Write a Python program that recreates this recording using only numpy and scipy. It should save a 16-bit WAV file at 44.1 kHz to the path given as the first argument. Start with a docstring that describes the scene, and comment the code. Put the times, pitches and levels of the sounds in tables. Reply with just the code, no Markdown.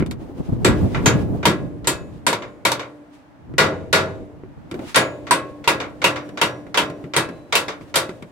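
"""A club hammer drives a steel hinge pin into a small tractor's lifting frame, outdoors, close to a phone.
Each blow cracks, clangs the bracket and rings through the bolted frame; some leave the pin singing.
The loose joint knocks before and after blows, the hammer bounces twice, and two blows land on the far side.
Two soft handling thumps and a gust hit the microphone at first; later there is only a light breeze.
A gloved hand bumps the bonnet, a forearm rubs it and a sleeve rustles over the steady sound of the yard."""
import sys
import numpy as np
from scipy import signal
from scipy.fft import rfft, irfft, next_fast_len
from scipy.io import wavfile
from scipy.ndimage import uniform_filter1d

SR = 44100
rng = np.random.default_rng(int(sys.argv[2]) if len(sys.argv) > 2 else 0)


def wav_out(sig):
    """Save sig, one row per channel (or a flat mono array), as 16-bit PCM at SR to the path in sys.argv[1]."""
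    wavfile.write(sys.argv[1], SR, np.round(np.clip(np.atleast_2d(sig).T, -1, 1) * 32767).astype(np.int16))


N = 366471

# Levels in the tables are relative: each layer adds its own trim. Hardness is a treble gain.
# The tone of the frame's crowd of close modes. Each row: frequency in Hz, level in dB per third octave.
FRAME_COLOUR = [(50, -39.5), (110, -17.5), (160, -10), (220, -16.5), (320, -5.5), (500, -10), (750, -19),
                (1000, -10.5), (2000, -10), (2800, -12), (4000, -5), (5500, -13.5), (8500, -5), (11000, -6),
                (15000, -16)]
# The crowd's base envelope, which each kind of contact reshapes. Each row: frequency in Hz,
# rise in seconds, t60 in seconds, tail level in dB, tail t60 in seconds.
FRAME_DECAY = [(101.8, 0.0071, 0.6, -15, 1.3), (300, 0.0036, 0.25, -5, 0.86),
               (600, 0.00096, 0.35, -10.5, 1.07), (1180, 0.0013, 0.31, -17, 0.47),
               (2400, 0.00044, 0.21, -18, 0.54), (4807, 0.00046, 0.18, -24, 0.49),
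               (14300, .0004, 0.14, -40, 1.4)]
# The frame's clear notes. Each row: pitch in Hz, t60 in seconds, level in dB when struck at the pin,
# level in dB when struck on the far side.
FRAME_MODES = [(93, 1.1, -33, -12.5), (123.5, 0.69, -19.5, -43), (154.7, 0.45, -26.5, -6.5),
               (296, 1.75, -19, -20), (332, 0.37, -14, -25.5), (389, 0.87, -28, -13.5),
               (423, 0.27, -30.5, -43), (531, 0.58, -13.5, -8), (589, 1, -19, -18.5),
               (638.5, 0.69, -18.5, -6.5), (669, 0.92, -26.5, -27), (1146, 0.2, -22.5, -32.5),
               (1440, 0.36, -19, -1.5), (1522, 0.29, -13, -12.5), (1663, 0.37, -12, -6),
               (1933, 0.2, -11, -5.5), (1967, 0.31, -14.5, -4), (2660, 0.23, -16.5, -17.5),
               (2584, 0.36, -16, -14), (3195, 0.16, -8, -28.5), (4140, 0.27, -30.5, -17.5),
               (4220, 0.27, -40.5, -17)]
# Blows lose their thud as the pin goes in. 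Each row: time in seconds, bass gain in dB.
THUD = [(0.65, 3), (1.45, 1), (2.65, -12), (8, -10.5)]
# Noise colours for yard, wind, forearm and sleeve. Each row: frequency in Hz, spectral density in dB.
YARD_COLOUR = [(15, -54), (25, -26.5), (135, -10), (219, -14.5), (293, 2.5), (354, -14.5), (438, -16.5),
               (588, -11.5), (833, -12), (1150, -17.5), (1720, -21), (3730, -35), (15000, -52)]
WIND_COLOUR = [(20, -21.5), (45, -5), (90, 2.5), (140, 1), (220, -3), (350, -10), (550, -21), (1000, -29.5),
               (2500, -64)]
RUB_COLOUR = [(40, -19.5), (130, -10.5), (300, 12), (450, 0.5), (700, -2.5), (3000, -41)]
SLEEVE_COLOUR = [(300, -3.5), (1000, 13.5), (3000, 11), (5000, 4.5), (9000, -0.5), (15000, -12.5)]
# Fader moves for the opening gust and the breeze after it. Each row: time in seconds, level in dB.
GUST = [(0.0, -27.5), (0.34, -51), (0.66, -29.5), (1.33, -33), (2.15, -48.5), (2.79, -57), (3.04, -66.5),
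        (3.33, -62.5), (3.5, -44.5)]
BREEZE = [(4.4, -54), (4.87, -53.5), (8.3, -57.5)]
# The gust's strongest eddies. Each row: peak time in seconds, level in dB.
BIG_EDDIES = [(0.406, -15.5), (.497, -16.5), (0.53, -12), (0.851, -10)]
# Two soft handling thumps on the microphone at the start, then dull bumps on the bodywork.
# Each row: start in seconds, level in dB, hardness in dB.
BUMPS = [(0.003, -24.5, -18.5), (0.024, -28.5, -21), (0.062, -34.5, -7), (0.111, -29, -3.5),
         (3.539, -42.5, -26), (4.436, -49, -31.5), (4.713, -28, -9.5), (4.742, -32.5, -11),
         (4.792, -34, -13), (6.291, -36.5, -10.5), (6.667, -40.5, -15), (6.9, -32, -11), (7.041, -36, -16),
         (7.289, -31, -13), (7.811, -40.5, -13.5), (8.093, -30.5, -11), (8.224, -34, -10.5)]
# Arm movements. Each row: start in seconds, length in seconds, bonnet rub in dB, sleeve rustle in dB.
ARM_MOVES = [(0.207, 0.19, -38, -58), (0.46, 0.92, -37.5, -53.5), (0.76, 0.59, -30.5, -54),
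             (1.5, 0.93, -52.5, -71), (3.153, .05, -70, -66), (4.749, 0.08, -32, -60),
             (4.886, 0.13, -53, -40), (5.05, 2.05, -42, -66), (7.25, 1.04, -52, -61.5)]
# Hammer on pin. Each row: start in seconds, level in dB, hardness in dB, bracket clang in dB,
# the struck spot's resonance in Hz, its strength in dB. Hardness, clang and strength ride on the level.
PIN_BLOWS = [(0.647, -12.5, -6.5, -18, 7580, -6), (1.059, -12, -6.5, -8, 6590, 0.5),
             (1.454, -13, -4, -1, 3410, -5.5), (1.872, -19, 0.5, 1, 7570, 6),
             (2.266, -15, -3.5, -2, 8140, -2.5), (2.651, -15, -3, -2.5, 2200, 0),
             (4.958, -9, -5.5, -8, 9300, -8), (5.309, -13.5, -5, 8.5, 8670, -0.5),
             (5.676, -12.5, -5, -1.5, 2590, 0), (6.042, -13, -4.5, -6.5, 2670, 5.5),
             (6.414, -14.5, -4.5, -2, 2866, 2), (6.774, -14.5, -5, 0.5, 3090, 3.5),
             (7.164, -15, -3.5, -1.5, 8740, -3), (7.553, -17.5, 0.5, -2.5, 2704, 6.5),
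             (7.957, -16.5, 0.5, -26, 8800, -3)]
# The bracket round the pin. Each row: pitch in Hz, t60 in seconds, level in dB.
BRACKET_MODES = [(959.4, 0.082, -0.5), (939, 0.11, 2.5), (1013, 0.086, -2.5), (1060, 0.54, -16.5),
                 (847, 0.017, -4)]
# Slack in the joint. Each row: start in seconds, level in dB, hardness in dB.
JOINT_KNOCKS = [(0.946, -21.5, -17), (1.429, -25, -15.5), (1.844, -36, -8), (2.421, -31, -13.5),
                (2.794, -26, -9.5), (4.945, -15.5, -6.5), (5.268, -32, -10), (5.641, -33.5, -7),
                (5.801, -22.5, -10.5), (6.017, -23.5, -8.5), (6.159, -25.5, -11), (6.373, -26.5, -8.5),
                (6.743, -19, -7.5), (7.136, -21, -9), (7.524, -16, -4.5), (7.682, -24.5, -7.5),
                (7.941, -21, -6.5)]
# The pin singing on. Each row: start in seconds, pitch in Hz, t60 in seconds, level in dB.
PINGS = [(1.872, 6944, 0.4, -39), (2.267, 6944, 0.6, -49), (4.959, 6934, 0.35, -30),
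         (6.042, 5670, 0.77, -50), (6.042, 10680, 1.1, -76), (6.414, 5720, 0.43, -41),
         (6.773, 5750, 0.57, -50), (7.165, 3989, 1.2, -54.5), (7.165, 10620, 1.1, -66)]
# Hammer bounces. Each row: start in seconds, level in dB, hardness in dB, clang in dB over the level.
REBOUNDS = [(2.329, -22.5, -3.5, 3), (2.718, -22, -0.5, 0)]
# Hammer on the far side of the frame. Each row: start in seconds, level in dB, hardness in dB.
FAR_BLOWS = [(3.581, -12.5, -5.5), (3.928, -14.5, -3.5)]

BAND_HZ = 50 * 2 ** (np.arange(26) / 3)
ZONE_HZ = [330, 520, 2600, 3600, 6500, 8600]  # EQ corners between thud, body, bite and sizzle
RING_TIME = np.arange(SR * 4 // 5) / SR  # seconds since a contact


def undb(db):
    """Decibels to gain."""
    return np.exp(np.asarray(db) * np.log(10) / 20)


def at_hz(table, hz):
    """The columns of a table over frequency, read on a log axis."""
    knots, *columns = np.transpose(table)
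    return [np.interp(np.log(hz), np.log(knots), c) for c in columns]


def add(out, s, sound):
    """Drop a sound into the mix at s seconds."""
    start = max(int(s * SR), 0)
    out[:, start:start + sound.shape[1]] += sound[:, :N - start]


def port_noise(size, alike_hz):
    """White noise spectrum at two microphone ports: centred in the bass, wide in the treble."""
    hz = np.arange(size // 2 + 1) * SR / size + 1e-3
    mid, side = rfft(rng.standard_normal((2, size)))
    alike = 1 / (1 + (hz / alike_hz) ** 2)
    return hz, np.sqrt(1 + alike) * mid + np.sqrt(1 - alike) * side * np.array([[1], [-1]])


def coloured(colour, alike_hz):
    """Stereo noise of unit level in a given colour."""
    size = next_fast_len(N, real=True)
    hz, noise = port_noise(size, alike_hz)
    shaped = irfft(noise * undb(at_hz(colour, hz)[0]), size)[:, :N]
    return shaped / shaped.std()


def wobble(rate_hz):
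    """A modulator gliding between random values, with a spread near 1."""
    hold = int(SR / rate_hz)
    steps = np.repeat(rng.standard_normal(N // hold + 1), hold)
    return 1.2 * uniform_filter1d(steps, hold)[:N]


def yard():
    """The outdoor bed: low, steady noise that barely wavers."""
    return coloured(YARD_COLOUR, alike_hz=400) * undb(-49.5 + 0.61 * wobble(3.5))


def wind(eddies_per_s=4.6, eddy_half_s=0.014):
    """Gusty air buffets each port on its own; eddies are short swells of pressure, most of them small."""
    t = np.arange(N) / SR
    eddy = lambda when: np.maximum(1 - np.abs(t - when) / eddy_half_s, 0)
    waits, sizes = rng.random((90, 2)).T
    times = np.cumsum(.5 + waits) / eddies_per_s
    small_eddies = sum(size ** 2 * eddy(when) for when, size in zip(times, sizes))
    big_eddies = sum(undb(db) * eddy(s) for s, db in BIG_EDDIES)
    flow = undb(9 + np.interp(t, *np.vstack([GUST, BREEZE]).T))
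    pressure = flow * np.hypot(undb(2.7 * wobble(28)), undb(10) * small_eddies)
    return coloured(WIND_COLOUR, alike_hz=15) * np.hypot(pressure, big_eddies)


def mode_crowd(size, bunching):
    """The frame's countless close modes as third-octave noises of unit level: bands x ports x samples."""
    hz, noise = port_noise(size, alike_hz=890)
    thirds_off = np.clip(3 * np.log2(hz / BAND_HZ[:, None]), -1, 1)
    band_shapes = np.sqrt(1 - np.abs(thirds_off))[:, None]
    bands = irfft(noise * undb(at_hz(bunching, hz)[0]) * band_shapes, size)
    return bands / bands.std(axis=(1, 2), keepdims=True)


def ring_down(stretch, chatter_s, rise_scale, linger_db, crack_db):
    """Band envelopes: lows bloom late, the joint chatters briefly, then a fast decay and a long tail."""
    rise, t60, tail_db, tail_t60 = (c[:, None] for c in at_hz(FRAME_DECAY, BAND_HZ))
    free_s = np.hypot(RING_TIME, chatter_s) - chatter_s  # chatter holds off the decay
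    body = undb(-60 * free_s / (t60 * stretch))
    tail = undb(tail_db + linger_db - 60 * free_s / tail_t60)
    crack = undb(crack_db) * np.exp(-RING_TIME / 0.0017)
    attack = 1 - np.exp(-RING_TIME / (rise * rise_scale))
    fade = np.minimum(4 * (RING_TIME[-1] - RING_TIME), 1)
    envelope = (np.hypot(body, tail) + crack) * attack * fade
    opening_power = np.mean(envelope[:, :SR // 25] ** 2, axis=1, keepdims=True)
    return envelope / np.sqrt(opening_power)


def contact(frame, loose, envelope, thud_db, hardness, top_db, rattle):
    """One hit: the frame's own response, plus a share that rattles differently every time."""
    sizzle_db = top_db + 1.55 * hardness  # a harder contact is shorter, so the top rises fastest
    eq_db = np.interp(np.log(BAND_HZ), np.log(ZONE_HZ), [thud_db, 0, 0, hardness, hardness, sizzle_db])
    gain = undb(eq_db + at_hz(FRAME_COLOUR, BAND_HZ)[0])[:, None] * envelope
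    start = rng.integers(len(RING_TIME) // 2)
    fresh = loose[..., start:start + len(RING_TIME)]
    bands = np.sqrt(1 - rattle) * frame + np.sqrt(rattle) * fresh
    return np.sum(gain[:, None] * bands, axis=0)


def bumps(frame, loose):
    """Two handling thumps on the microphone, then damped bumps on the bodywork; softer ones thud more."""
    out = np.zeros((2, N))
    envelope = ring_down(stretch=0.41, chatter_s=0.0024, rise_scale=0.059, linger_db=-16, crack_db=-1.5)
    for s, db, hardness in BUMPS:
        thud_db = 2.5 - 0.67 * hardness
        bump = contact(frame, loose, envelope, thud_db, hardness, top_db=-2, rattle=1)
        add(out, s, undb(db - 11) * bump)
    return out


def arm(attack_s=0.039, release_s=0.053):
    """With each movement the forearm rubs the bonnet and the sleeve rustles."""
    t = np.arange(N) / SR
    rub = rustle = 0
    for s, length, rub_db, rustle_db in ARM_MOVES:
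        move = np.exp(np.minimum(t - s, 0) / attack_s - np.maximum(t - s - length, 0) / release_s)
        rub = np.hypot(rub, undb(rub_db) * move)
        rustle = np.hypot(rustle, undb(rustle_db) * move)
    bonnet = coloured(RUB_COLOUR, alike_hz=600) * rub * undb(3.2 * wobble(35) - 1)
    sleeve = coloured(SLEEVE_COLOUR, alike_hz=900) * rustle * undb(4.9 * wobble(25))
    return bonnet + sleeve


def thud_at(s):
    """Bass of a hit in dB, by how far the pin has gone in."""
    return np.interp(s, *np.transpose(THUD))


def tone(hz, t60):
    """A dying mode; shorter waves can land further out of phase between the ports."""
    t = np.arange(int(t60 * SR)) / SR
    skew = rng.uniform(-1.71, 1) * min(hz / 2500, np.pi / 2)
    phase = np.pi * rng.integers(2) + np.array([[skew], [-skew]])
    return np.sin(2 * np.pi * hz * t + phase) * np.exp(-np.log(1000) * t / t60)


def add_frame_ring(out, s, mode_db, scatter_db=2.06, swell_cycles=2.5):
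    """The frame's clear modes swell over a few cycles, in a slightly new balance at each blow."""
    levels = mode_db + scatter_db * rng.standard_normal(len(FRAME_MODES))
    for (hz, t60, _, _), db in zip(FRAME_MODES, levels):
        mode = tone(hz, t60)
        swell = 1 - np.exp(-np.arange(mode.shape[1]) / SR * hz / swell_cycles)
        add(out, s, undb(db) * mode * swell)


def add_bracket_clang(out, s, db):
    """The bracket clangs in close modes whose pitch shifts with the pin's seating."""
    seating = 1 + .012 * rng.standard_normal()
    for hz, t60, mode_db in BRACKET_MODES:
        add(out, s, undb(db + mode_db) * tone(hz * seating, t60))


def pin_blows(frame, loose):
    """Blows on the pin shake frame and bracket; the struck spot adds a short cluster of high modes."""
    out = np.zeros((2, N))
    pin_db = np.transpose(FRAME_MODES)[2]
    envelope = ring_down(stretch=0.96, chatter_s=0.012, rise_scale=1, linger_db=-3, crack_db=2.5)
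    for s, db, hardness, clang_db, spot_hz, spot_db in PIN_BLOWS:
        crash = contact(frame, loose, envelope, thud_at(s), hardness, top_db=-4.5, rattle=0.59)
        add(out, s, undb(db - 3) * crash)
        add_frame_ring(out, s, db + pin_db)
        add_bracket_clang(out, s, db + clang_db)
        for detune in 0.065 * rng.standard_normal(18):
            add(out, s, undb(db + spot_db - 11) * tone(spot_hz * (1 + detune), t60=0.15))
    return out


def joint_knocks(frame, loose):
    """The loose joint knocks softly as it takes up slack before a blow, and as it drops back."""
    out = np.zeros((2, N))
    envelope = ring_down(stretch=1, chatter_s=.003, rise_scale=1, linger_db=-7, crack_db=-14)
    for s, db, hardness in JOINT_KNOCKS:
        knock = contact(frame, loose, envelope, thud_at(s) - 8, hardness, top_db=-13.5, rattle=0.99)
        add(out, s, undb(db - 4) * knock)
    return out


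def pin_pings():
    """When the hammer comes away cleanly, the pin sings on in thin high tones."""
    out = np.zeros((2, N))
    for s, hz, t60, db in PINGS:
        add(out, s, undb(db) * tone(hz, t60)[:1])  # mono
    return out


def rebounds(frame, loose):
    """The hammer bounces back onto the pin and touches only briefly, so its clack is drier."""
    out = np.zeros((2, N))
    envelope = ring_down(stretch=0.76, chatter_s=.002, rise_scale=0.16, linger_db=-4, crack_db=0.5)
    for s, db, hardness, clang_db in REBOUNDS:
        clack = contact(frame, loose, envelope, thud_at(s), hardness, top_db=-9, rattle=0.72)
        add(out, s, undb(db - 3) * clack)
        add_bracket_clang(out, s, db + clang_db)
    return out


def far_blows(frame, loose):
    """From the far side the shock has to cross the joints, so it swells and chatters longer."""
    out = np.zeros((2, N))
    far_db = np.transpose(FRAME_MODES)[3]
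    envelope = ring_down(stretch=1.1, chatter_s=0.029, rise_scale=4.7, linger_db=1, crack_db=13)
    for s, db, hardness in FAR_BLOWS:
        crash = contact(frame, loose, envelope, thud_at(s), hardness, top_db=-8.5, rattle=0.088)
        add(out, s, undb(db) * crash)
        add_frame_ring(out, s, db + far_db - .7)
    return out


def scene():
    """The hits sit a touch left of centre, over wind, arm and yard."""
    # treble modes bunch at random, leaving narrow peaks and gaps
    bunching = np.transpose([np.linspace(1000, 16000, 260), 2.5 * rng.standard_normal(260)])
    frame = mode_crowd(len(RING_TIME), bunching)
    loose = mode_crowd(len(RING_TIME) * 3 // 2, bunching)  # longer, so each rattle takes a new slice
    layers = (pin_blows, rebounds, far_blows, joint_knocks, bumps)
    hits = sum(layer(frame, loose) for layer in layers) + pin_pings()
    pan = undb([[0.2], [-0.2]])
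    return hits * pan + wind() + arm() + yard()


def record(dry):
    """The phone rounds the tallest peaks and cuts the top."""
    ceiling, top_hz = .85, 15900
    high_cut = signal.ellip(10, .2, 70, top_hz, fs=SR, output="sos")
    return signal.sosfilt(high_cut, ceiling * np.tanh(dry / ceiling))


dry = scene()
out = record(dry)
wav_out(out)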